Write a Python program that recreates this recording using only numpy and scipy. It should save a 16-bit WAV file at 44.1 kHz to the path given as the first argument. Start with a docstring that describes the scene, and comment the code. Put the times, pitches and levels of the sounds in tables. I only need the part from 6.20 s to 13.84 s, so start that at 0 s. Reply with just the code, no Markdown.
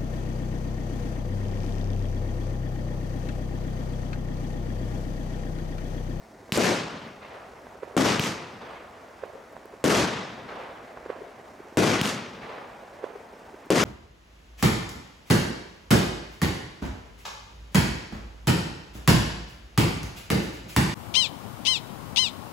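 """Night among buildings, a stereo pair on a camera: the far murmur of the town under microphone hiss, then far echo pops.
Shells of a fireworks battery crack overhead from 0.3 s, as steep fronts with a rattle, a low push and a bright roar.
Lift charges thump in their tubes from 0.4 s, as blast fronts, two tube notes and a roar off walls near and far that
dulls as it dies; far walls return each lift as dull pops at set delays. From 3.3 s a few dry noise ticks snap close by.
The camera limits the peaks and lowers its gain for a while after each bang."""
import sys
import numpy as np
from scipy import signal
from scipy.io import wavfile
from scipy.ndimage import uniform_filter1d, minimum_filter1d

SR = 44100
rng = np.random.default_rng(int(sys.argv[2]) if len(sys.argv) > 2 else 0)


def output_pcm(signal):
    """Save a mono or channel-first signal as 16-bit PCM at the path in sys.argv[1].

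    Samples are clipped to [-1, 1] before scaling.
    """
    pcm = np.clip(np.atleast_2d(signal).T, -1, 1) * 32767
    wavfile.write(sys.argv[1], SR, np.round(pcm).astype(np.int16))


def voltage_ratio(level):
    """Linear amplitude factor for a level in decibels (scalar or array-like)."""
    return 10 ** (np.asarray(level, float) / 20)


N = 336924  # length in samples


def read(points, hz):
    """Reads a table on a log-frequency axis."""
    f, value = np.transpose(points)
    return np.interp(np.log(hz + 1), np.log(f + 1), value)


def unit(points):
    """The dB offset that gives a spectrum an rms of 1."""
    density = voltage_ratio(read(points, np.linspace(0, SR / 2, 513))) ** 2
    return -10 * np.log10(np.mean(density))


def add(mix, s, sound, pan_db=0):
    """Mixes a mono or stereo sound in at time s; pan_db is left over right."""
    part = mix[:, round(s * SR):][:, :sound.shape[-1]]
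    sides = voltage_ratio(np.array([[pan_db / 2], [-pan_db / 2]]))
    part += (sound * sides)[:, :part.shape[1]]


def ring(hz, t60, count=1500):
    """A struck resonance that loses 60 dB in t60 seconds, starting as suction as the microphone sees it."""
    t = np.arange(count) / SR
    return -np.sin(2 * np.pi * hz * t) * voltage_ratio(-60 * t / t60)


# Likeness of the two microphones before the exponent `apart`: f/Hz, likeness (0 to 1)
LIKENESS = [(40, 1), (150, 1), (300, 0.91), (600, 0.77), (1200, 0.45), (2500, 0.68), (5000, 0.74),
            (7000, 0.86), (10500, 0.3), (11600, 0.99)]


def scatter(count, field_db, grain_db, grainy_s, surge_db, apart, roll_db):
    """Stereo noise in surges, clumped at first into single reflections, coloured by field_db(hz, t) over time."""
    noise = rng.standard_normal((2, count))
    chance = rng.exponential(1, count // 32 + 1).repeat(32)[:count] - 1
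    surges = uniform_filter1d(rng.standard_normal(count // 300 + 1).repeat(300)[:count], size=200)
    grain_fade = np.exp(-np.arange(count) / SR / grainy_s)
    clumps = uniform_filter1d(voltage_ratio(grain_db * chance * grain_fade + surge_db * surges), size=24)
    hz, t, z = signal.stft(noise * clumps, SR, nperseg=1024, noverlap=768)

    # patches of the spectrum swell and sink as the echoes roll
    patches = rng.standard_normal(z.shape[:0:-1])  # time by frequency
    patches = uniform_filter1d(patches, size=14, axis=1)
    patches = uniform_filter1d(patches, size=7, axis=0).T
    z = z * voltage_ratio(roll_db * patches / patches.std())

    same = np.clip(read(LIKENESS, hz), 0, 1)[:, None] ** apart
    right = same * z[0] + np.sqrt(1 - same ** 2) * z[1]
    z = np.array([z[0], right]) * voltage_ratio(field_db(hz[:, None], t))
    return signal.istft(z, SR, nperseg=1024, noverlap=768)[1][:, :count]


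# Colour of the town murmur and hiss, shape only: f/Hz, density/dB per Hz
NIGHT_COLOUR = [(15, -34), (25, -29), (48, 2), (154, -12.5), (232, -2.5), (321, -5), (433, -5.5), (470, -7),
                (669, -3.5), (1150, -11.5), (1250, -14), (1930, -14.5), (2820, -26), (5880, -26.5),
                (16500, -42)]


def night():
    """The far murmur of the town and the hiss of the microphone: steady coloured noise in slight surges."""
    def field_db(hz, t):
        """The same colour at every time."""
        return read(NIGHT_COLOUR, hz) + unit(NIGHT_COLOUR) + 0 * t

    murmur = scatter(N, field_db, grain_db=0.37, grainy_s=140, surge_db=1.0, apart=0.63, roll_db=0.84)
    return voltage_ratio(-50.5) * murmur


# Other far echoes of lifts and bursts, each placed by its own time:
# t/s, nominal level/dB, f/Hz, left over right/dB, nominal length/ms
OTHER_ECHOES = [(.227, -43.5, 400, -3, 3.7), (.29, -37, 564, -6, 1.4), (1.021, -40, 1070, -1, 1.5),
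                (1.465, -34.5, 600, -3, 1.1), (1.552, -35.5, 477, -3, 1.5), (2.412, -36, 950, .5, 1.6),
                (3.363, -32, 700, -7, .8), (3.453, -34.5, 397, -3, 2), (4.77, -32, 590, -5, 0.7),
                (4.858, -28, 440, -3, 1.8), (4.961, -34, 436, 1, 1.4), (5.522, -38, 300, 0, 3),
                (6.633, -38, 560, -7, 2.3), (7.466, -37, 310, 0, 2.5)]
# Far walls that return each lift as a pop:
# delay after the lift/s, nominal level/dB, f/Hz, left over right/dB, nominal length/ms
FAR_WALLS = [(1.267, -23.5, 481, -5.5, 2.53), (1.3855, -36, 444, 6, 4.3), (1.435, -45, 430, 3, 4.8),
             (1.563, -41, 480, -1.5, 2.1), (1.7696, -37, 404, -2, 3.2)]
EDGE_DB, EDGE_FALL = -1, 0.55  # weight of the sharp edge at 1 ms length, falling as a power of length
GRIT_DB, GRIT_S = -14, 0.0056  # weight of the gritty scatter off rough walls, its decay after the centre


def far_pops(shape):
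    """Uneven walls smear the bang into a few cycles that swell and stop; weaker returns lead and trail it."""
    out = np.zeros(shape)
    t = np.arange(-400, 1100) / SR
    knock = ring(1100, 0.017, count=500) + ring(1290, 0.0029, count=500)
    knock = knock + ring(1520, 0.011, count=500) + 0.15 * ring(3700, .006, count=500)
    # what air leaves of the steep front
    knock = signal.lfilter(*signal.butter(4, 2700, fs=SR), np.pad(knock, (390, 610))) / 2
    grit_band = signal.butter(2, (600, 2400), "bandpass", fs=SR)
    grit_shape = np.exp(-abs(t) / np.where(t < 0, .0015, GRIT_S))

    returns = [(s + late + delay, db + echo_db, hz * ratio, *rest)
               for s, _, late, echo_db, ratio in LIFTS
               for delay, db, hz, *rest in FAR_WALLS]
    for s, db, hz, pan_db, ms in returns + OTHER_ECHOES:
        length = max(ms, .3)
        swell = np.exp(-(1000 * t / (length * np.where(t < 0, 1.2, .9))) ** 2)
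        cycles = -swell * np.cos(2 * np.pi * hz * t)
        edge = voltage_ratio(EDGE_DB) * length ** -EDGE_FALL * knock
        grit = signal.lfilter(*grit_band, rng.standard_normal(len(t))) * grit_shape
        pop = voltage_ratio(db) * (cycles + edge + voltage_ratio(GRIT_DB) * grit)
        trail = [(late * 0.11 + 0.045, -17 - 9 * late + 4 * size) for late, size in rng.random((7, 2))]
        for delay, echo_db in [(-.0075, -14), (0, -0.5), (.013, -31)] + trail:
            add(out, s + delay - .0052, voltage_ratio(echo_db) * pop, pan_db)  # main swell centres 4 ms after s
    return out


# Colour of the roar before distance alters it, shape only: f/Hz, density/dB per Hz
ROAR_COLOUR = [(18, -48), (30, -68), (91, -4.5), (201, -0.5), (283, -6.5), (593, -8.5), (772, -10.5),
               (1120, -10), (1840, -14), (2050, -14), (4070, -19.5), (6050, -19.5), (10800, -29),
               (13000, -32.5), (16500, -52)]
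# How strongly the microphones tell left from right: f/Hz, share of the walls' left over right
LEAN = [(40, -1.5), (160, 0.6), (500, 1), (3000, 0.5), (12000, 0.3)]
# Far groups return little bass; within a group the bass outlasts the rest (all as felt near 220 Hz)
THIN_DB_PER_S, RUMBLE_DB_PER_S, THINNEST_DB = 51, 2.5, -19.5
TREBLE_SETTLE_S = 0.067  # the treble moves from its first to its last tilt behind the front
FARTHEST_S, FAR_HZ, FAR_OCTAVES, FAR_DB = .68, 695, 0.46, 4  # the farthest groups favour the middle range


def roar(walls, grain_db, boom_db, bass_db, treble_db, air_db=110):
    """Many reflections; each group of walls swells and fades, longer paths through air lose the top."""
    arrival, level_db, rise, fade, side_db = np.transpose(walls)[:, :, None]
    count = round(2.1 * SR)

    def power(t):
        """Power returned by each group over time."""
        since = np.maximum(t - arrival, 0)
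        rising = np.minimum(since / np.maximum(rise, .002), 1)
        return rising * voltage_ratio(level_db - fade * np.maximum(since - rise, 0)) ** 2 + 1e-12

    def field_db(hz, t):
        """Colour and side as the echoes come from farther off."""
        share = power(t + .001) / power(t + .001).sum(0)
        octaves = np.log2((hz + 1) / 600)

        low_db = bass_db + np.maximum(-THIN_DB_PER_S * arrival, THINNEST_DB) + RUMBLE_DB_PER_S * (t - arrival)
        low_weight = np.clip(-octaves / 1.07 - .35, 0, 1.5)
        middle = np.exp(-(np.log2((hz + 1) / FAR_HZ) / FAR_OCTAVES) ** 2)
        own_db = low_weight * low_db[:, None] + FAR_DB * (arrival > FARTHEST_S)[:, None] * middle
        groups_db = 10 * np.log10((share[:, None] * voltage_ratio(own_db) ** 2).sum(0))

        air = air_db * np.minimum(t, .9) * (hz / 15000) ** 1.249  # air_db: dB per s at 15 kHz
        first_db, last_db = treble_db  # full tilt at about 3.6 kHz
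        tilt_db = last_db + (first_db - last_db) * np.exp(-t / TREBLE_SETTLE_S)
        treble = np.clip(octaves / 2.6, 0, 1.1) * tilt_db
        # a hollow low note near 340 Hz fills the early roar and fades
        boom = boom_db * np.exp(-t / 0.16 - (np.log2((hz + 1) / 340) / 0.86) ** 2)
        colour = read(ROAR_COLOUR, hz) + unit(ROAR_COLOUR) - air + groups_db + treble + boom

        lean = read(LEAN, hz) * (share * side_db).sum(0) / 2
        return np.array([colour + lean, colour - lean])

    level = np.sqrt(power(np.arange(count) / SR).sum(0))
    echoes = scatter(count, field_db, grain_db, grainy_s=0.14, surge_db=1.0, apart=0.96, roll_db=1.2)
    return echoes * level


# Shells bursting overhead: t/s, crack level/dB, roar level/dB (both relative)
BURSTS = [(0.3217, -2.5, -3.5), (1.9956, 4, -5), (3.7035, 5, 0.5), (5.8133, 6.5, -4)]
# Arrivals of a burst, direct and off a near wall:
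# delay/s, level/dB, left over right/dB, level of the steep front/dB
BURST_ARRIVALS = [(0, 1.5, 1.5, -3.5), (0.0434, -14.5, 3, 3.5)]
# Groups of walls that scatter a burst:
# arrival/s, level/dB, rise/s, fade/dB per s, left over right/dB
BURST_WALLS = [(0, -23, 0.079, 135, 1), (.1, -39, 0.038, 29.4, 0.26)]


def bursts(shape):
    """A steep crack, a rattle off the ground, a low push, then a brighter and shorter roar."""
    out = np.zeros(shape)
    t = np.arange(1500) / SR
    push = ring(188, 0.34) * np.minimum(t / 0.0022, 1) * np.clip(1 - t / 0.0083, 0, 1) ** .5
    push = np.pad(push, (30, 0))[:len(t)]  # just behind the front
    front = ring(2900, .0024)
    for s, crack_db, roar_db in BURSTS:
        rattle = signal.lfilter([1, -1], [1, -1.5, .7], rng.standard_normal(len(t)))
        rattle = rattle / (1 + (t / .003) ** 4)
        for delay, db, pan_db, front_db in BURST_ARRIVALS:
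            blast = voltage_ratio(front_db) * front + voltage_ratio(-27.5) * rattle + voltage_ratio(-11.0) * push
            add(out, s + delay, voltage_ratio(crack_db + db) * blast, pan_db)
        echoes = roar(BURST_WALLS, grain_db=2.5, boom_db=8.0, bass_db=0.3, treble_db=(9, 7))
        add(out, s, voltage_ratio(roar_db) * echoes)
    return out


# Lift charges: t/s, strength/dB, lateness of far pops/s, level of far returns/dB, pitch ratio of far pops
LIFTS = [(0.3738, -5, -.0115, -0.5, 0.97), (1.766, -2, 0.00044, 1, 1.063), (3.6406, 0, -.009, 3.5, .97),
         (5.5713, 0, 0, 3, .94), (7.5033, 7.5, 0.051, 9.5, 1.0)]
# Sharp arrivals of a lift blast, before a small random spread: delay/s, level/dB, f/Hz of the ring
LIFT_ARRIVALS = [(0, -0.5, 2800), (.0019, 6.5, 7800), (.006, -11, 2500), (0.0134, -4, 3500),
                 (.021, 7, 6000), (.035, -20, 2500)]
# Groups of walls that scatter a lift blast:
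# arrival/s, level/dB, rise/s, fade/dB per s, left over right/dB
LIFT_WALLS = [(0, 1, 0.011, 122.5, 5), (.05, -19.5, 0.091, 46.5, 1.5), (0.638, -38.5, 0.018, 32, -0.5),
              (.7, -40, 0.077, 43, 0), (1.238, -44.5, .04, 90, -12), (1.36, -51.5, 0.051, 85, 23),
              (.9, -48.5, .2, 2.5, -2)]
FAR_S = .5


def lifts(shape):
    """Blast fronts, the hollow ring of the tube, then the roar."""
    out = np.zeros(shape)
    for s, db, _, far_db, _ in LIFTS:
        jitter = rng.uniform(-1, 1, (len(LIFT_ARRIVALS), 2))
        for (delay, front_db, hz), (late, size) in zip(LIFT_ARRIVALS, jitter):
            front = voltage_ratio(db + front_db + 0.75 * size) * ring(hz, 0.0016)
            add(out, s + delay * (1 + 0.053 * late), front)
        add(out, s + 0.000065, -voltage_ratio(db + 5.0) * ring(517, 0.027))  # first puff from the muzzle
        tube = ring(325 * rng.uniform(0.85, 1.05), 0.04, count=5000)
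        add(out, s + 0.0019, -voltage_ratio(db + 3.5) * tube, 1.5)
        walls = [(at, wall_db + (far_db if at > FAR_S else db), *rest) for at, wall_db, *rest in LIFT_WALLS]
        add(out, s, roar(walls, grain_db=3, boom_db=11.5, bass_db=-1.5, treble_db=(-5, 4.5)))
    return out


# Small dry ticks close by: t/s, nominal level/dB, left over right/dB
TICKS = [(3.3253, -47, 6), (3.4565, -39, 6), (3.5019, -57, 2.0), (7.459, -43, -3)]


def ticks(shape):
    """Short wide-band snaps: differenced noise that dies within milliseconds."""
    out = np.zeros(shape)
    fade_db = -60 * np.arange(300) / SR / 0.0072
    for s, db, pan_db in TICKS:
        snap = np.diff(rng.standard_normal(301)) * 0.32
        add(out, s, voltage_ratio(db + fade_db) * snap, pan_db)
    return out


def scene():
    """All sources at the microphone pair."""
    shape = (2, N)
    return night() + far_pops(shape) + bursts(shape) + lifts(shape) + ticks(shape)


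def held(over_db, recover_db_per_s):
    """Gain reduction that sets in at once and recovers at a steady rate."""
    fall = np.arange(N) * recover_db_per_s / SR
    return np.maximum(np.maximum.accumulate(over_db + fall) - fall, 0)


def band_limit(x):
    """A steep low-pass at the top of the band."""
    return signal.sosfilt(signal.butter(12, 17820, fs=SR, output="sos"), x)


def record(dry):
    """Low cut, slow gain control, a limiter that looks a few ms ahead, soft clipping, high cut."""
    x = signal.sosfilt(signal.butter(2, 50, "highpass", fs=SR, output="sos"), dry)

    power = signal.lfilter([.002], [1, -.998], (x ** 2).mean(0))
    power_db = 10 * np.log10(power + 1e-12)
    x = x / voltage_ratio(held(0.24 * (power_db + 30.5), recover_db_per_s=14.9))

    # the shortest spikes slip past the detector
    felt_db = 10 * np.log10(abs(uniform_filter1d((x ** 2).max(0), size=50)) + 1e-12)
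    peak_db = -minimum_filter1d(-felt_db, size=260)  # highest level within 3 ms either way
    limit_db = held(0.78 * (peak_db + 16.5), recover_db_per_s=386)
    x = x / voltage_ratio(uniform_filter1d(limit_db, size=130))

    x = .6 * np.tanh(x / .6)
    x = signal.oaconvolve(x, signal.firwin(255, 16600, fs=SR)[None], "same")
    return band_limit(x)


dry = scene()
out = record(dry)
output_pcm(out)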